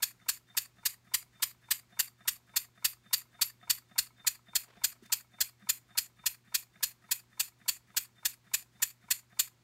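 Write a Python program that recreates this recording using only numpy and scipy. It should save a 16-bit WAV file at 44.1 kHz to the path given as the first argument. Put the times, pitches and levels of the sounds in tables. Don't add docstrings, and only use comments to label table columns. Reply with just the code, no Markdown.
import sys
import numpy as np
from scipy import signal
from scipy.fft import rfft, irfft, next_fast_len
from scipy.io import wavfile
from scipy.ndimage import uniform_filter1d, map_coordinates

SR = 44100
rng = np.random.default_rng(int(sys.argv[2]) if len(sys.argv) > 2 else 0)


def materialize(psi):
    bounded = np.clip(np.atleast_2d(psi).T, -1, 1)
    quanta = np.round(bounded * 32767).astype(np.int16)
    wavfile.write(sys.argv[1], SR, quanta)


N = 424683
TIME = np.arange(N) / SR
TURN_S = 0.28452
FIRST_PUFF_S = 0.0243
TOP_HZ = 15700


def undb(db):
    return 10 ** (np.asarray(db) / 20)


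def unit(x):
    return x / np.sqrt(np.mean(x ** 2))


def bins():
    size = next_fast_len(N, True)
    return np.maximum(np.arange(size // 2 + 1) * SR / size, 1)


def colour(points):
    hz, db = np.transpose(points)
    return undb(np.interp(np.log(bins()), np.log(hz), db))


def resonance(hz, width_hz):
    f = bins()
    return 1 / np.hypot(1, (f - hz * hz / f) / width_hz)


def noise(gain):
    white = rng.standard_normal(next_fast_len(N, True))
    return irfft(gain * rfft(white))[:N]


def walk(rate_hz):
    size = max(int(SR / rate_hz), 2)
    steps = np.repeat(rng.standard_normal(N // size + 1), size)
    return unit(uniform_filter1d(steps, size)[:N])


# t/s, lag behind an even beat/ms
SPEED_LAG = [(0.3, 0.5), (3.1, 0.1), (4.0, -2.5), (4.8, 1.5), (5.1, -0.3), (6.8, -0.36), (7.1, -2.0),
             (9.4, 2.0)]


def openings():
    beat = np.arange(0, N / SR, TURN_S)
    lag_ms = np.interp(beat, *np.transpose(SPEED_LAG))
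    return np.maximum(beat + lag_ms / 1000, FIRST_PUFF_S)


def per_turn(curve):
    s, *columns = np.transpose(curve)
    return [np.interp(openings(), s, column) for column in columns]


def vary(levels_db, offset_db, scatter_db):
    return levels_db + offset_db + scatter_db * rng.standard_normal(len(levels_db))


def each_turn(shape, levels_db):
    s, db = np.transpose(shape)
    out = np.zeros(N)
    for opens, level_db in zip(openings(), levels_db):
        a, b = np.searchsorted(TIME, opens + s[[0, -1]])
        out[a:b] += undb(level_db + np.interp(TIME[a:b] - opens, s, db))
    return out


def add_burst(out, at_s, hz, length_s, db):
    a, b = np.searchsorted(TIME, [at_s - 4 * length_s, at_s + 4 * length_s])
    t = TIME[a:b] - at_s
    out[a:b] += undb(db) * np.exp(-(t / length_s) ** 2) * np.cos(2 * np.pi * hz * t)


# f/Hz, relative level/dB
ROOM_COLOUR = [(22, -16.5), (55, 5), (85, 1.5), (170, 3), (300, -2.5), (500, -9.5), (1200, -8.5),
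               (1700, -10), (2250, -10.5), (2900, -13.5), (4400, -12.5), (5500, -15.5), (7000, -15.5),
               (10000, -23.5), (15700, -24.5)]
# f/Hz, rms level/dB
MAINS_HUM = [(120, -71), (240, -84.5), (360, -86)]


def workshop(air_db=-71.0, waver_db=0.46):
    hum = np.zeros(N)
    for hz, db in MAINS_HUM:
        phase = rng.uniform(0, 2 * np.pi)
        partial = np.sqrt(2) * np.sin(2 * np.pi * hz * TIME + phase)
        hum += undb(db + waver_db * walk(1.4)) * partial
    air = unit(noise(colour(ROOM_COLOUR)))
    return hum + undb(air_db + waver_db * walk(5.3)) * air


# t/s, f/Hz, burst length/s, peak level/dB
HANDLING_BUMPS = [(5.028, 370, 0.0049, -52), (5.033, 227, 0.0092, -54.5), (5.645, 199, 0.0099, -54.5)]
# t/s, half length/s, level/dB, approximate upper edge f/Hz
RUSTLES = [(3.45, .004, -53, 14240), (4.73, .08, -62.5, 2400), (4.958, .012, -66, 2400),
           (5.029, 0.0069, -64.5, 6500), (5.057, 0.03, -65.5, 12000)]


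def handling(grain_db=4):
    out = np.zeros(N)
    for at_s, hz, length_s, db in HANDLING_BUMPS:
        add_burst(out, at_s, hz, length_s, db)
    for at_s, half_s, db, edge_hz in RUSTLES:
        rub = noise(resonance(edge_hz / 3, edge_hz) ** 2)
        rub = unit(rub * undb(grain_db * walk(120)))
        swell = np.exp(-np.minimum(((TIME - at_s) / half_s) ** 2, 50))
        out += undb(db) * rub * swell
    return out


# t/s after the port opens, f/Hz, burst length/s,
# level/dB before each turn's rattle and scatter
THUMPS = [(-.093, 265, 0.0039, -77), (-.06, 195, .008, -58.5), (.002, 186, 0.0027, -55.5),
          (.013, 189.5, 0.0032, -55.5), (0.016, 100, .014, -64), (.028, 50.1, .018, -65)]


def table(rattle_db, scatter_db=2.2, coupling=0.71):
    out = np.zeros(N)
    for opens, rock_db in zip(openings(), rattle_db):
        for lag_s, hz, length_s, db in THUMPS:
            thump_db = db + coupling * rock_db + scatter_db * rng.standard_normal()
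            add_burst(out, opens + lag_s, hz, length_s, thump_db)
    return out


def squeak(squeak_db, hz=3605, level_db=-72, leak_db=-70, waver_db=3):
    sing_shape = [(-.105, -22), (-.088, -7.5), (-.074, -14), (-.066, 5),
                  (-.055, -0.5), (-.03, -5), (-.005, 3), (.004, -17.5)]
    leak_shape = [(-.095, -7), (-.065, -8), (-.035, -6.5), (-.015, 0), (0, -4)]
    wavering_hz = hz * (1 + .002 * walk(120))
    tone = np.sqrt(2) * np.sin(2 * np.pi * np.cumsum(wavering_hz) / SR)
    sing = tone * each_turn(sing_shape, squeak_db)
    leak = unit(noise(resonance(6500, 7000))) * each_turn(leak_shape, np.zeros_like(squeak_db))
    return undb(level_db + waver_db * walk(25)) * sing + undb(leak_db) * leak


# t/s after the port opens, relative level/dB
BEARING_RUB = [(-.11, -20), (-.085, -1), (-.073, 1), (-.062, 4), (-.045, -5.5), (-.032, -9), (-.02, 0.5),
               (0, 0)]


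def bearing(rattle_db, level_db=-70, grain_db=3):
    grit = unit(noise(resonance(1750, 760) ** 2)) * undb(level_db + grain_db * walk(300))
    return grit * each_turn(BEARING_RUB, .5 * rattle_db)


# t/s after the port opens,
# level/dB before each turn's level and scatter, share of grit in the energy/0-1
CRANK_KNOCKS = [(-.024, -62, 0.6), (-.0196, -54.5, 0.09), (-.0175, -57, 0.09), (-.011, -62.5, 0.8),
                (.055, -69, .3), (.125, -69.5, 0.3)]
PIVOT_RATTLE = [(-.085, -71, 0.65), (-.069, -63, .6), (-.0635, -64, 0.91), (.087, -67.5, 0.82)]
# f/Hz, t60/s, relative level/dB
FRAME_MODES = [(701, 0.15, -17), (973, 0.025, 1), (1030, .04, -1.5), (1283, 0.047, 1), (1360, 0.024, -7),
               (2204, .05, 0.5), (4100, .02, -9)]
CYLINDER_MODES = [(715.4, .06, -1), (1280, 0.067, -1.5), (1610, .04, -3.5), (1870, .04, -2),
                  (2380, .03, -7)]


def knocks(contacts, modes, levels_db, scatter_db=1.5, jitter_s=.0004, grit_s=.002, soft_hz=3400):
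    force, t = np.zeros(N + SR), TIME[:SR // 10]
    ring = np.zeros(len(t))
    for hz, t60, db in modes:
        ring += undb(db) * np.sin(2 * np.pi * hz * t) * np.exp(-np.log(1000) * t / t60)
    band = signal.butter(3, [600, soft_hz], "band", fs=SR, output="sos")
    ring = signal.sosfilt(band, ring)
    ring /= np.sqrt(np.mean(ring[:SR // 200] ** 2))
    for opens, level_db in zip(openings(), levels_db):
        at_s = opens + jitter_s * rng.standard_normal()
        for lag_s, db, grit_share in contacts:
            grit = rng.standard_normal(len(t)) * np.exp(-t / grit_s)
            push = np.sqrt(grit_share) * grit / np.linalg.norm(grit)
            push[0] += np.sqrt(1 - grit_share)
            gain = undb(db + level_db + scatter_db * rng.standard_normal())
            start = int((at_s + lag_s) * SR)
            if start >= 0:
                force[start:start + len(t)] += gain * push
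    return signal.fftconvolve(force[:N], ring)[:N]


def closing(closing_db, level_db=-56):
    pinch = resonance(4680, 450) ** 2
    pinch += .5 * resonance(1800, 600) ** 2 + 0.44 * resonance(1200, 500) ** 2
    shape = [(.078, -12.5), (.085, -3.5), (.091, -1.5), (.097, -14.5)]
    return undb(level_db) * unit(noise(pinch)) * each_turn(shape, closing_db)


# t/s after the port opens, relative level/dB
SWEEP_OUT = [(.008, -41.5), (.022, 3), (.052, -2.5), (.064, -4), (.079, -9), (.09, -6), (.097, -17.5),
             (.115, -37.5)]
# f/Hz, relative level/dB
HISS_COLOUR = [(300, -29), (700, -20), (1200, -1.5), (1750, -4), (2100, 7.5), (3100, 1), (5600, -8.5),
               (8000, -1), (9300, 10), (10300, -1), (11200, 4), (13000, -0.5), (15700, -3)]
# f/Hz, nominal width/Hz (the players broaden it),
# relative level in the puff/dB, relative level in the hiss/dB
PASSAGE = [(2467, 130, 2, 5), (4525, 484, 9.5, 5), (7163, 500, 6.5, 9.5), (7920, 300, 2, 0),
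           (8650, 310, -1, -6), (13820, 370, 8, 10.5)]


def hiss(puff_db, whistle_db, level_db=-50, whistle_level_db=-47,
         flutter_db=1.4, ring_db=1, shift_db=2, follow=.5):
    air = noise(colour(HISS_COLOUR))
    for hz, width_hz, _, db in PASSAGE:
        favour = undb(db + ring_db + shift_db * walk(25))
        air += favour * noise(resonance(hz, 2.1 * width_hz) ** 2)
    air *= each_turn(SWEEP_OUT, follow * puff_db) * undb(level_db + flutter_db * walk(400))
    edge_shape = [(.02, -18), (.04, -5), (.053, -1), (.062, -11), (.09, -19)]
    edge = unit(noise(resonance(11800, 600) ** 2)) * each_turn(edge_shape, whistle_db)
    return air + undb(whistle_level_db) * edge


def crackle(puff_db, level_db=-35, ragged_db=5):
    peak_flow = each_turn([(.002, -21), (.006, 1.5), (.01, 0), (.015, -20)], puff_db)
    shocks = noise(resonance(11000, 7000) ** 2) * undb(ragged_db * walk(5000))
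    return undb(level_db) * peak_flow * unit(shocks)


def edge_tones(puff_db, level_db=-37, spread_db=3, length_s=0.0036, count=6):
    out = np.zeros(N)
    for opens, db in zip(openings(), puff_db):
        for pitch, when, strength in rng.uniform(size=(count, 3)):
            hz = 6500 + (14500 - 6500) * pitch
            tone_db = level_db + db + spread_db * (2 * strength - 1)
            add_burst(out, opens + .005 + .009 * when, hz, length_s, tone_db)
    return out


# t/s after the port opens, relative level/dB
BLOWDOWN = [(-.004, -42.5), (-.001, -18.5), (.0015, -4.5), (.007, 1), (.014, 0.5), (.019, -7.5),
            (.025, -20), (.036, -63)]
# f/Hz, relative level/dB
PUFF_COLOUR = [(250, -23), (450, -24), (700, -19), (1000, -8), (1400, -4), (1750, -6), (2250, -4.5),
               (2900, 2), (5200, 1), (8700, 2), (10300, -1.5), (11500, 3.5), (14500, 1), (15700, -3.5)]


def puff(puff_db, pop_db, low_db, high_db, level_db=-26.0, flutter_db=1.1,
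         ring_swing=1.4, pop_level_db=-29):
    jet = noise(colour(PUFF_COLOUR)) * each_turn(BLOWDOWN, puff_db)
    for k, (hz, width_hz, db, _) in enumerate(PASSAGE):
        ring_db = {1: low_db, 2: high_db}.get(k, 0)
        flow = each_turn(BLOWDOWN, puff_db + ring_swing * ring_db)
        jet += undb(db) * noise(resonance(hz, 2 * width_hz) ** 2) * flow
    # t/s after it opens, relative level/dB
    pop_shape = [(0, -15), (.005, -12), (.008, -2.5), (.012, -16), (.022, -22)]
    pop = unit(noise(resonance(1810, 600) ** 2)) * each_turn(pop_shape, puff_db + pop_db)
    return jet * undb(level_db + flutter_db * walk(900)) + undb(pop_level_db) * pop


# t/s, lag/ms
REFLECTION_LAG = [(0, 1.16), (1.3, 0.99), (2.3, 1.1), (3.2, 1.08), (4.3, 1.16), (5.3, 1.171), (7, 1.155),
                  (9.6, 1.14)]


def reflected(x, bounce=0.26):
    lag_ms = np.interp(TIME, *np.transpose(REFLECTION_LAG))
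    return x + bounce * map_coordinates(x, [np.arange(N) - lag_ms * SR / 1000], order=3)


def room(x, room_db=-18, t60=0.19, count=4):
    t, out = TIME[:SR // 2], x
    position = np.linspace(0, count - 1, N)
    for place in range(count):
        tail = rng.standard_normal(len(t)) * np.exp(-np.log(1000) * t / t60) * (t > .005)
        tail /= np.linalg.norm(tail)
        near = np.sqrt(np.maximum(1 - np.abs(position - place), 0))
        out = out + undb(room_db) * near * signal.fftconvolve(x, tail)[:N]
    return out


# t/s, relative level/dB
JET = [(0.3, -0.5), (3.7, 1.5), (4.0, 0.1), (7.1, -1.0), (8.0, 0.5), (8.3, -0.4), (9.4, 0.5)]
# t/s, relative level/dB
NEARNESS = [(0.3, -1.1), (3.1, 0.5), (4.3, 2.5), (8.0, -1.3), (9.4, -1.3)]
# t/s, relative level/dB
WHISTLE = [(0.3, -1.7), (2.6, 1.1), (3.4, 7.7), (4.0, -3.1), (6.5, 2), (8.0, -3), (8.5, -0.5), (9.4, -1.4)]
# t/s, low ring level/dB, high ring level/dB
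PORT_RING = [(0.3, 0, -2.1), (2.0, -4.5, -3), (3.1, 2, -4.2), (4.3, 4.5, 4.5), (5.4, 0.6, 2.4), (6.5, 1, 1),
             (9.4, -2.5, 2.5)]


def scene(squeak_follow=1.7, closing_follow=1.2, rattle_follow=1.5, knock_follow=1.5):
    (jet,), (near,) = per_turn(JET), per_turn(NEARNESS)
    (whistle,), (low, high) = per_turn(WHISTLE), per_turn(PORT_RING)
    puff_db = vary(jet, offset_db=-0.61, scatter_db=0.31)
    pop_db = vary(np.zeros_like(jet), offset_db=-2.5, scatter_db=.9)
    low_db = vary(.7 * low, offset_db=-1.5, scatter_db=0.72)
    high_db = vary(.7 * high, offset_db=0.88, scatter_db=0.6)
    whistle_db = vary(whistle, offset_db=-1.0, scatter_db=.9)
    closing_db = vary(closing_follow * (jet + near), offset_db=-0.9, scatter_db=1.6)
    squeak_db = vary(squeak_follow * near, offset_db=.6, scatter_db=1.1)
    knock_db = vary(knock_follow * near, offset_db=-0.66, scatter_db=0.44)
    rattle_db = vary(rattle_follow * near, offset_db=-1.7, scatter_db=.8)

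    background = workshop() + handling() + table(rattle_db)
    metal = bearing(rattle_db)
    metal += knocks(PIVOT_RATTLE, CYLINDER_MODES, rattle_db)
    metal += knocks(CRANK_KNOCKS, FRAME_MODES, knock_db)
    exhaust = closing(closing_db) + hiss(puff_db, whistle_db)
    exhaust += crackle(puff_db) + edge_tones(puff_db)
    exhaust += puff(puff_db, pop_db, low_db, high_db)
    mix = background + squeak(squeak_db) + room(reflected(exhaust) + metal)
    return mix[None]


def record(dry):
    return signal.sosfilt(signal.ellip(10, .2, 70, TOP_HZ, fs=SR, output="sos"), dry)


dry = scene()
out = record(dry)
materialize(out)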